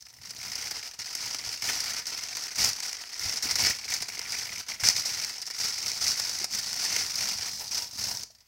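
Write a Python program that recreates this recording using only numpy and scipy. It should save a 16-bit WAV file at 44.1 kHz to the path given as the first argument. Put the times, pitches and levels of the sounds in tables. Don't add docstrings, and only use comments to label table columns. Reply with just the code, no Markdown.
import sys
import numpy as np
from scipy import signal
from scipy.fft import rfft, irfft
from scipy.io import wavfile
from scipy.ndimage import uniform_filter1d

SR = 44100
rng = np.random.default_rng(int(sys.argv[2]) if len(sys.argv) > 2 else 0)


def to_wav(s):
    ch = np.atleast_2d(s).T
    pcm = np.round(np.clip(ch, -1, 1) * 32767)
    wavfile.write(sys.argv[1], SR, pcm.astype(np.int16))


N = 373527
TIME = np.arange(N) / SR

# t/s, crease level/dB, folds re creases/dB, glove level/dB
LIGHT_RUSTLE = [(0, -48.5, -14, -71), (0.17, -52.5, -9, -60), (0.22, -42.5, -8.5, -59),
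                (0.45, -40, -9.5, -52), (0.85, -38, -6.5, -63), (1.3, -35.5, -8.5, -56),
                (2.3, -36, -6.5, -59), (3.1, -38, -7, -69), (3.8, -37, -8, -58.5), (4.5, -38, -4.5, -51),
                (5.45, -37.5, -9.5, -63), (5.75, -31.5, -10.5, -55), (7.08, -31.5, -10, -51),
                (7.65, -35.5, -16.5, -52.5), (8.22, -38, -14, -50.5), (8.27, -55.5, -18, -69),
                (8.47, -60.5, -4, -74)]
# t/s, duration/s, crease level/dB, folds re creases/dB, glove level/dB
FINGER_GRIPS = [(0.384, 0.41, -36, -6.5, -53), (0.97, 0.046, -35, -10.5, -56),
                (1.176, 0.16, -34.5, -7.5, -55), (1.396, 0.19, -36, -8, -61), (1.602, 0.18, -29, -7.5, -46),
                (1.779, 0.22, -32, -6, -53), (2.069, 0.14, -37.5, -6, -67), (2.316, 0.12, -36.5, -12, -59),
                (2.563, .13, -22, -9.5, -38.5), (2.797, 0.095, -31.5, -10.5, -64.5),
                (3.187, 0.19, -29.5, -10, -49), (3.413, 0.15, -30.5, -7.5, -45),
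                (3.56, 0.15, -22.5, -9, -38.5), (3.869, 0.097, -29, -11, -49),
                (3.995, 0.029, -29, -13, -45), (4.271, .175, -32, -10.5, -61),
                (4.52, 0.097, -36, -13.5, -61), (4.661, 0.073, -33, -7, -55), (4.822, .082, -20, -13, -44),
                (4.936, 0.077, -26, -13, -46), (5.022, 0.26, -31, -9, -52.5), (5.569, 0.12, -27, -11, -50),
                (5.833, 0.057, -31, -9.5, -46), (5.992, 0.13, -24.5, -13, -45),
                (6.13, 0.17, -34.5, -9.5, -65), (6.494, 0.11, -29.5, -14, -48.5),
                (6.768, 0.13, -29, -9, -56), (6.88, 0.16, -28, -7.5, -53), (7.157, 0.18, -28.5, -9, -48.5),
                (7.362, 0.13, -33, -6.5, -66), (7.692, .135, -28, -11.5, -62),
                (7.95, 0.19, -30.5, -11, -48)]
# t/s, duration/s, drop/dB
HAND_PAUSES = [(0.889, 0.096, 7.5), (1.548, .05, 10), (2.003, 0.041, 1.5), (3.011, 0.096, 4),
               (3.366, 0.029, 4), (4.027, 0.032, 8.5), (4.609, .06, 15), (4.727, 0.042, 5), (5.246, .04, 7),
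               (5.939, 0.024, 3), (6.445, 0.05, 17), (7.82, .12, 5)]
# f/Hz, level/dB
CREASE_SPECTRUM = [(1500, -28.5), (3100, -17), (4000, -5.5), (4600, 0.5), (6000, 1), (7100, -7.5),
                   (8800, -11.5), (10300, -16), (12500, -18.5), (16000, -20.5)]
# f/Hz, level/dB
FOLD_SPECTRUM = [(90, -23), (260, -7.5), (430, -2), (570, -9.5), (720, -3), (1100, -7), (1400, 0),
                 (1650, 1), (2100, 1.5), (2800, 0.5), (3400, -2), (6000, -20)]
# t/s, level re folds/dB
POP_LEVELS = [(0, -5), (1.5, -9), (2.8, -9), (3.8, -0.5), (4.5, -1), (5.3, -5.5), (6, -7), (7.1, -9),
              (7.5, -8), (8.47, -31)]
# f/Hz, level/dB
BULK_SPECTRUM = [(20, -24), (40, -14), (58, -2.5), (85, -0.5), (115, 1), (150, -7), (200, -3.5),
                 (300, -11.5), (450, -16.5), (700, -11), (1500, -16.5)]
# t/s, level/dB, f/Hz
SOFT_BUMPS = [(0.2, -49, 105), (0.988, -55, 104.5), (1.468, -42.5, 92), (2.602, -38, 200),
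              (3.255, -35.5, 90), (3.455, -33, 292), (4.012, -41, 113.3), (4.829, -35.5, 95.4),
              (6.015, -48, 110.7), (7.956, -46, 239)]
# f/Hz, level/dB
AIR_SPECTRUM = [(20, -14), (50, 14), (110, 4), (200, -8), (700, -31), (2000, -4), (5300, -36), (16000, -6)]
# t/s, level over the first 5 ms/dB, folds re creases/dB, decay time/s
CREASE_SNAPS = [(0.023, -46, -24, 0.0017), (0.065, -45.5, -2.5, 0.0034), (0.306, -33, -10, 0.0044),
                (0.554, -28.5, -27, 0.0036), (0.7092, -28.5, -9.5, .005), (0.757, -38, -25, 0.0023),
                (1.058, -35.5, -17, .003), (1.15, -25.5, -10.5, 0.005), (1.345, -27.5, -4, 0.0029),
                (1.6208, -27.5, -4, 0.0057), (1.6871, -31.5, 5.5, 0.01), (1.8014, -24, -12, 0.0089),
                (2.067, -27.5, -14, 0.011), (2.234, -30.5, -12.5, 0.0035), (2.368, -28.5, -8.5, 0.0042),
                (2.4368, -30, -25, .003), (2.466, -34.5, -2, .004), (2.5564, -31.5, -9, 0.012),
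                (2.6444, -19, -12, 0.0018), (2.7308, -26.5, -23, .003), (2.802, -29, -7.5, .002),
                (2.9283, -29.5, -6, 0.0025), (3.0358, -47.5, 10.5, .003), (3.141, -33.5, -19, 0.0034),
                (3.1935, -28.5, -11.5, 0.0036), (3.3704, -28, -32, .007), (3.4242, -25.5, -11, 0.029),
                (3.508, -22.5, -15, 0.014), (3.5549, -20.5, -10, 0.0056), (3.667, -20.5, -6, 0.0063),
                (3.9381, -22.5, -12, 0.0076), (4.022, -28, -6, 0.0037), (4.083, -33, -7.5, 0.018),
                (4.1916, -27, -7, 0.0035), (4.321, -26, -15, .002), (4.802, -32.5, -9, 0.039),
                (4.8348, -26, 1, 0.0083), (4.8862, -12, -16, 0.0013), (4.8987, -21, -12, 0.0025),
                (4.963, -26, -23, 0.0036), (5.055, -25.5, -15, 0.023), (5.246, -25, -9.5, 0.0036),
                (5.293, -33, -6.5, 0.015), (5.4158, -31, -18.5, 0.0054), (5.4636, -33, -22, 0.009),
                (5.5006, -35.5, -2.5, .005), (5.8798, -26.5, -12, 0.0032), (5.916, -26, -12, .003),
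                (6.08, -22, -25, 0.002), (6.108, -21.5, -19, 0.0022), (6.1962, -24, -10.5, .005),
                (6.2937, -25.5, -12, 0.0044), (6.386, -27.5, -19, .004), (6.442, -23, -9.5, 0.0043),
                (6.729, -27, -8, 0.0022), (6.829, -30, -11, .004), (6.848, -25.5, -13, 0.0071),
                (6.9625, -23.5, -1, 0.0045), (7.155, -24, -21, .004), (7.207, -27.5, -4.5, 0.0037),
                (8.039, -28, -23, .002), (8.17, -29, -19, .005), (8.233, -30.5, -13.5, 0.0034)]
# t/s, f/Hz, level/dB, T60/s
CLAW_TAPS = [(6.414, 375, -36.5, 0.12), (6.443, 860, -29.5, 0.022), (8.303, 654, -51, 0.038)]
# t/s, duration/s, level/dB
GLOVE_TUGS = [(7.59, 0.038, -35.5), (7.745, 0.1, -42), (8.04, .12, -42)]
# f/Hz, level/dB
MOUTH_SPECTRUM = [(200, -13.5), (450, -0.5), (780, 3.5), (950, 7), (1150, -16), (1500, -0.5), (3000, -5.5)]
# f/Hz, bandwidth/Hz, gain/dB
TABLE_AND_PORT = [(377, 59, -8.5), (720, 18, 2.5), (963, 26, 5.5), (1607, 66, -12), (5250, 350, 3.5),
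                  (7870, 650, 0.5)]


def from_db(db):
    return 10 ** (np.asarray(db) / 20)


def rms_one(x):
    return x / np.sqrt(np.mean(x ** 2) + 1e-20)


def in_time(rows):
    times, *columns = np.transpose(rows)
    return [np.interp(TIME, times, column) for column in columns]


def through(x, impulse_response):
    return signal.oaconvolve(x, impulse_response)[:N]


def scatter(spread_db):
    return from_db(spread_db * rng.uniform(-np.sqrt(3), np.sqrt(3), N))


def evened(x, span_s):
    power = x ** 2
    for _ in range(2):
        power = uniform_filter1d(power, max(int(span_s * SR), 1))
    return x / np.sqrt(np.maximum(power, 1e-12))


def response(spectrum, travel_s=0, ring_hz=1000, ring_db=0, ring_width_hz=260, size=2048):
    hz = np.maximum(np.arange(size // 2 + 1) * SR / size, 1)
    points_hz, levels_db = np.transpose(spectrum)
    gain = from_db(np.interp(np.log(hz), np.log(points_hz), levels_db))
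    detuning = 2 * (hz - ring_hz) / ring_width_hz
    gain = gain * np.sqrt(1 + (from_db(ring_db) ** 2 - 1) / (1 + detuning ** 2))
    cepstrum = irfft(np.log(gain))
    cepstrum[size // 2:] = 0
    cepstrum[0] = 0
    phase_lag = 4 * np.pi * travel_s * np.sqrt(5000 * hz)
    impulse = irfft(np.exp(2 * rfft(cepstrum) - 1j * phase_lag))
    return impulse / np.linalg.norm(impulse)


def stroke(start_s, length_s, catch_s=.03, swell_db=4.5, tightest_share=.55, let_go_db_per_s=402):
    age = TIME - start_s
    share = np.clip(age / length_s, 0, 1)
    slack = np.minimum(np.abs(share - tightest_share) * 2, 1)
    let_go_db = let_go_db_per_s * np.clip(age - length_s, 0, 1)
    return np.clip(age / catch_s, 0, 1) * from_db(-swell_db * slack ** 2 - let_go_db)


def handling():
    crease_db, folds_db, gloves_db = in_time(LIGHT_RUSTLE)
    drop_db = sum(db * stroke(start_s, length_s) for start_s, length_s, db in HAND_PAUSES)
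    power = from_db([crease_db, crease_db + folds_db, gloves_db] - drop_db) ** 2
    for start_s, length_s, crease_db, folds_db, gloves_db in FINGER_GRIPS:
        grip_power = from_db([crease_db, crease_db + folds_db, gloves_db]) ** 2
        power += np.outer(grip_power, stroke(start_s, length_s) ** 2)
    return 10 * np.log10(power)


def avalanche(buckles, fade_s, clicks_per_s, rise_s=0.00025):
    power = buckles ** 2 + 1e-18
    for pole in np.exp(-1 / (rise_s * SR)), np.exp(-2 / (fade_s * SR)):
        power = signal.lfilter([1 - pole], [1, -pole], power)
    chance = rng.random(N) * SR / clicks_per_s
    clicks = np.sign(chance - .5) * (chance < 1)
    return np.sqrt(power * SR / clicks_per_s) * clicks


def facets(buckles, spectrum, low_hz, high_hz, base_fade_s, edge_db=5, edge_hz=9000, count=10):
    facet_of = rng.integers(0, count, N)
    points_hz, levels_db = np.transpose(spectrum)
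    sharpness = rng.permutation(np.linspace(-1, 1, count))
    out = 0
    for k, hz in enumerate(np.geomspace(low_hz, high_hz, count)):
        shelf_db = edge_db * sharpness[k] / (1 + (edge_hz / points_hz) ** 4)
        colour = np.column_stack([points_hz, levels_db + shelf_db])
        fade_s = base_fade_s * 2 ** rng.uniform(0.87, 1)
        shower = avalanche(buckles * (facet_of == k), fade_s, clicks_per_s=3600)
        travel_s = 0.00081 * rng.uniform(0.51, 1.475)
        out = out + through(shower, response(colour, travel_s, hz, ring_db=7))
    return out


def pops(flips_per_s, low_hz=1950, high_hz=2330, width_hz=170, count=6):
    flips = (rng.random(N) < flips_per_s / SR) * scatter(spread_db=5) * rng.choice([-1, 1], N)
    panel_of = rng.integers(0, count, N)
    out = 0
    for k, hz in enumerate(np.geomspace(low_hz, high_hz, count)):
        panel = signal.iirpeak(hz, hz / width_hz, fs=SR)
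        out = out + signal.lfilter(*panel, flips * (panel_of == k) + 1e-18)
    return out


def crinkle(crease_db, fold_db, median_buckles_per_s=235, slide_db=-15, loose_db=-40, firm_db=-29):
    pace = from_db(0.7 * (crease_db - np.median(crease_db)))
    firmness = np.clip((crease_db - loose_db) / (firm_db - loose_db), 0, 1)
    buckles = (rng.random(N) < median_buckles_per_s * pace / SR) * scatter(spread_db=2.5)
    creases = facets(buckles * scatter(1), CREASE_SPECTRUM, low_hz=4550, high_hz=6400, base_fade_s=.0045)
    folds = facets(buckles * scatter(1), FOLD_SPECTRUM, low_hz=770, high_hz=2800, base_fade_s=.004)
    taut_db, = in_time(POP_LEVELS)
    out = from_db(fold_db + taut_db) * evened(pops(flips_per_s=100 * pace), span_s=0.18)
    layers = (creases, CREASE_SPECTRUM, crease_db - 1.1), (folds, FOLD_SPECTRUM, fold_db - 1.56)
    for clicks, spectrum, level_db in layers:
        slide = through(rng.standard_normal(N), response(spectrum)) * np.sqrt(pace)
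        film = rms_one(clicks) + from_db(slide_db) * slide
        crush, ticks = evened(film, span_s=0.041), evened(film, span_s=0.056)
        out = out + from_db(level_db) * (firmness * crush + (1 - firmness) * ticks)
    return out


def gloves(level_db, flop_gain_db=4.5, bump_gain_db=2.0, lumps_per_s=90):
    lumps = rng.standard_normal(N) * (rng.random(N) < lumps_per_s / SR)
    lumps = lumps + avalanche(lumps, fade_s=0.021, clicks_per_s=1700)
    flops = through(lumps, response(BULK_SPECTRUM, size=8192))
    out = from_db(level_db + flop_gain_db) * evened(flops, span_s=0.026)
    for start_s, bump_db, hz in SOFT_BUMPS:
        start = int(start_s * SR)
        cycles = hz * TIME[:min(SR // 4, N - start)]
        envelope = from_db(bump_db + bump_gain_db) * 2 * cycles * np.exp(1 - 2 * cycles)
        out[start:start + len(cycles)] += envelope * np.sin(2 * np.pi * cycles)
    return out


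def room_air():
    return through(rng.standard_normal(N), response(AIR_SPECTRUM, size=8192))


def reverberation(x, t60_s=0.31, wall_cut_hz=9000, build_s=0.011, count=8):
    age = TIME[:SR // 2]
    place = np.linspace(0, count - 1, N)
    absorption = signal.butter(1, wall_cut_hz, fs=SR, output="sos")
    envelope = from_db(-60 * age / t60_s) * (1 - np.exp(-age / build_s))
    out = 0
    for k in range(count):
        tail = signal.sosfilt(absorption, rng.standard_normal(len(age)) * envelope)
        crossfade = np.sqrt(np.maximum(1 - np.abs(place - k), 0))
        out = out + through(x * crossfade, tail / np.linalg.norm(tail))
    return out


def snaps(clicks_per_s=9000, crease_hz=5300, fold_hz=2000, detune_octaves=0.14):
    age, attack = TIME[:SR // 12], SR // 200
    out = np.zeros(N + 2 * len(age))
    for start_s, level_db, folds_db, fade_s in CREASE_SNAPS:
        start = int(start_s * SR)
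        clicks = rng.choice([-1, 1], len(age)) * (rng.random(len(age)) < clicks_per_s / SR)
        shower = clicks * np.exp(-age / fade_s)
        for spectrum, hz, db in (CREASE_SPECTRUM, crease_hz, 0), (FOLD_SPECTRUM, fold_hz, folds_db - .5):
            ring_hz = hz * 2 ** (detune_octaves * rng.uniform(-0.8, 1))
            film = response(spectrum, travel_s=.0009, ring_hz=ring_hz, ring_db=5)
            snap = signal.fftconvolve(shower, film)
            out[start:start + len(snap)] += from_db(level_db + db) * snap / np.std(snap[:attack])
    return out[:N]


def claw_taps():
    out = 0
    for start_s, hz, level_db, t60_s in CLAW_TAPS:
        age = np.clip(TIME - start_s, 0, 1)
        out = out + from_db(level_db - 60 * age / t60_s) * np.sin(2 * np.pi * hz * age)
    return out


def glove_swish():
    rub = sum(from_db(db) * stroke(start_s, length_s) for start_s, length_s, db in GLOVE_TUGS)
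    return rub * through(rng.standard_normal(N), response(MOUTH_SPECTRUM))


def scene(air_db=-66, room_db=-15):
    crease_db, fold_db, gloves_db = handling()
    direct = crinkle(crease_db, fold_db) + snaps() + gloves(gloves_db) + claw_taps() + glove_swish()
    air = from_db(air_db) * room_air()
    return (direct + from_db(room_db) * reverberation(direct) + air)[None]


def record(dry, gain_db=-2.5, cutoff_hz=15800):
    out = from_db(gain_db) * dry
    for hz, width_hz, db in TABLE_AND_PORT:
        band = signal.lfilter(*signal.iirpeak(hz, hz / width_hz, fs=SR), out)
        out = out + (from_db(db) - 1) * band
    return signal.sosfilt(signal.ellip(12, .1, 80, cutoff_hz, fs=SR, output="sos"), out)


dry = scene()
out = record(dry)
to_wav(out)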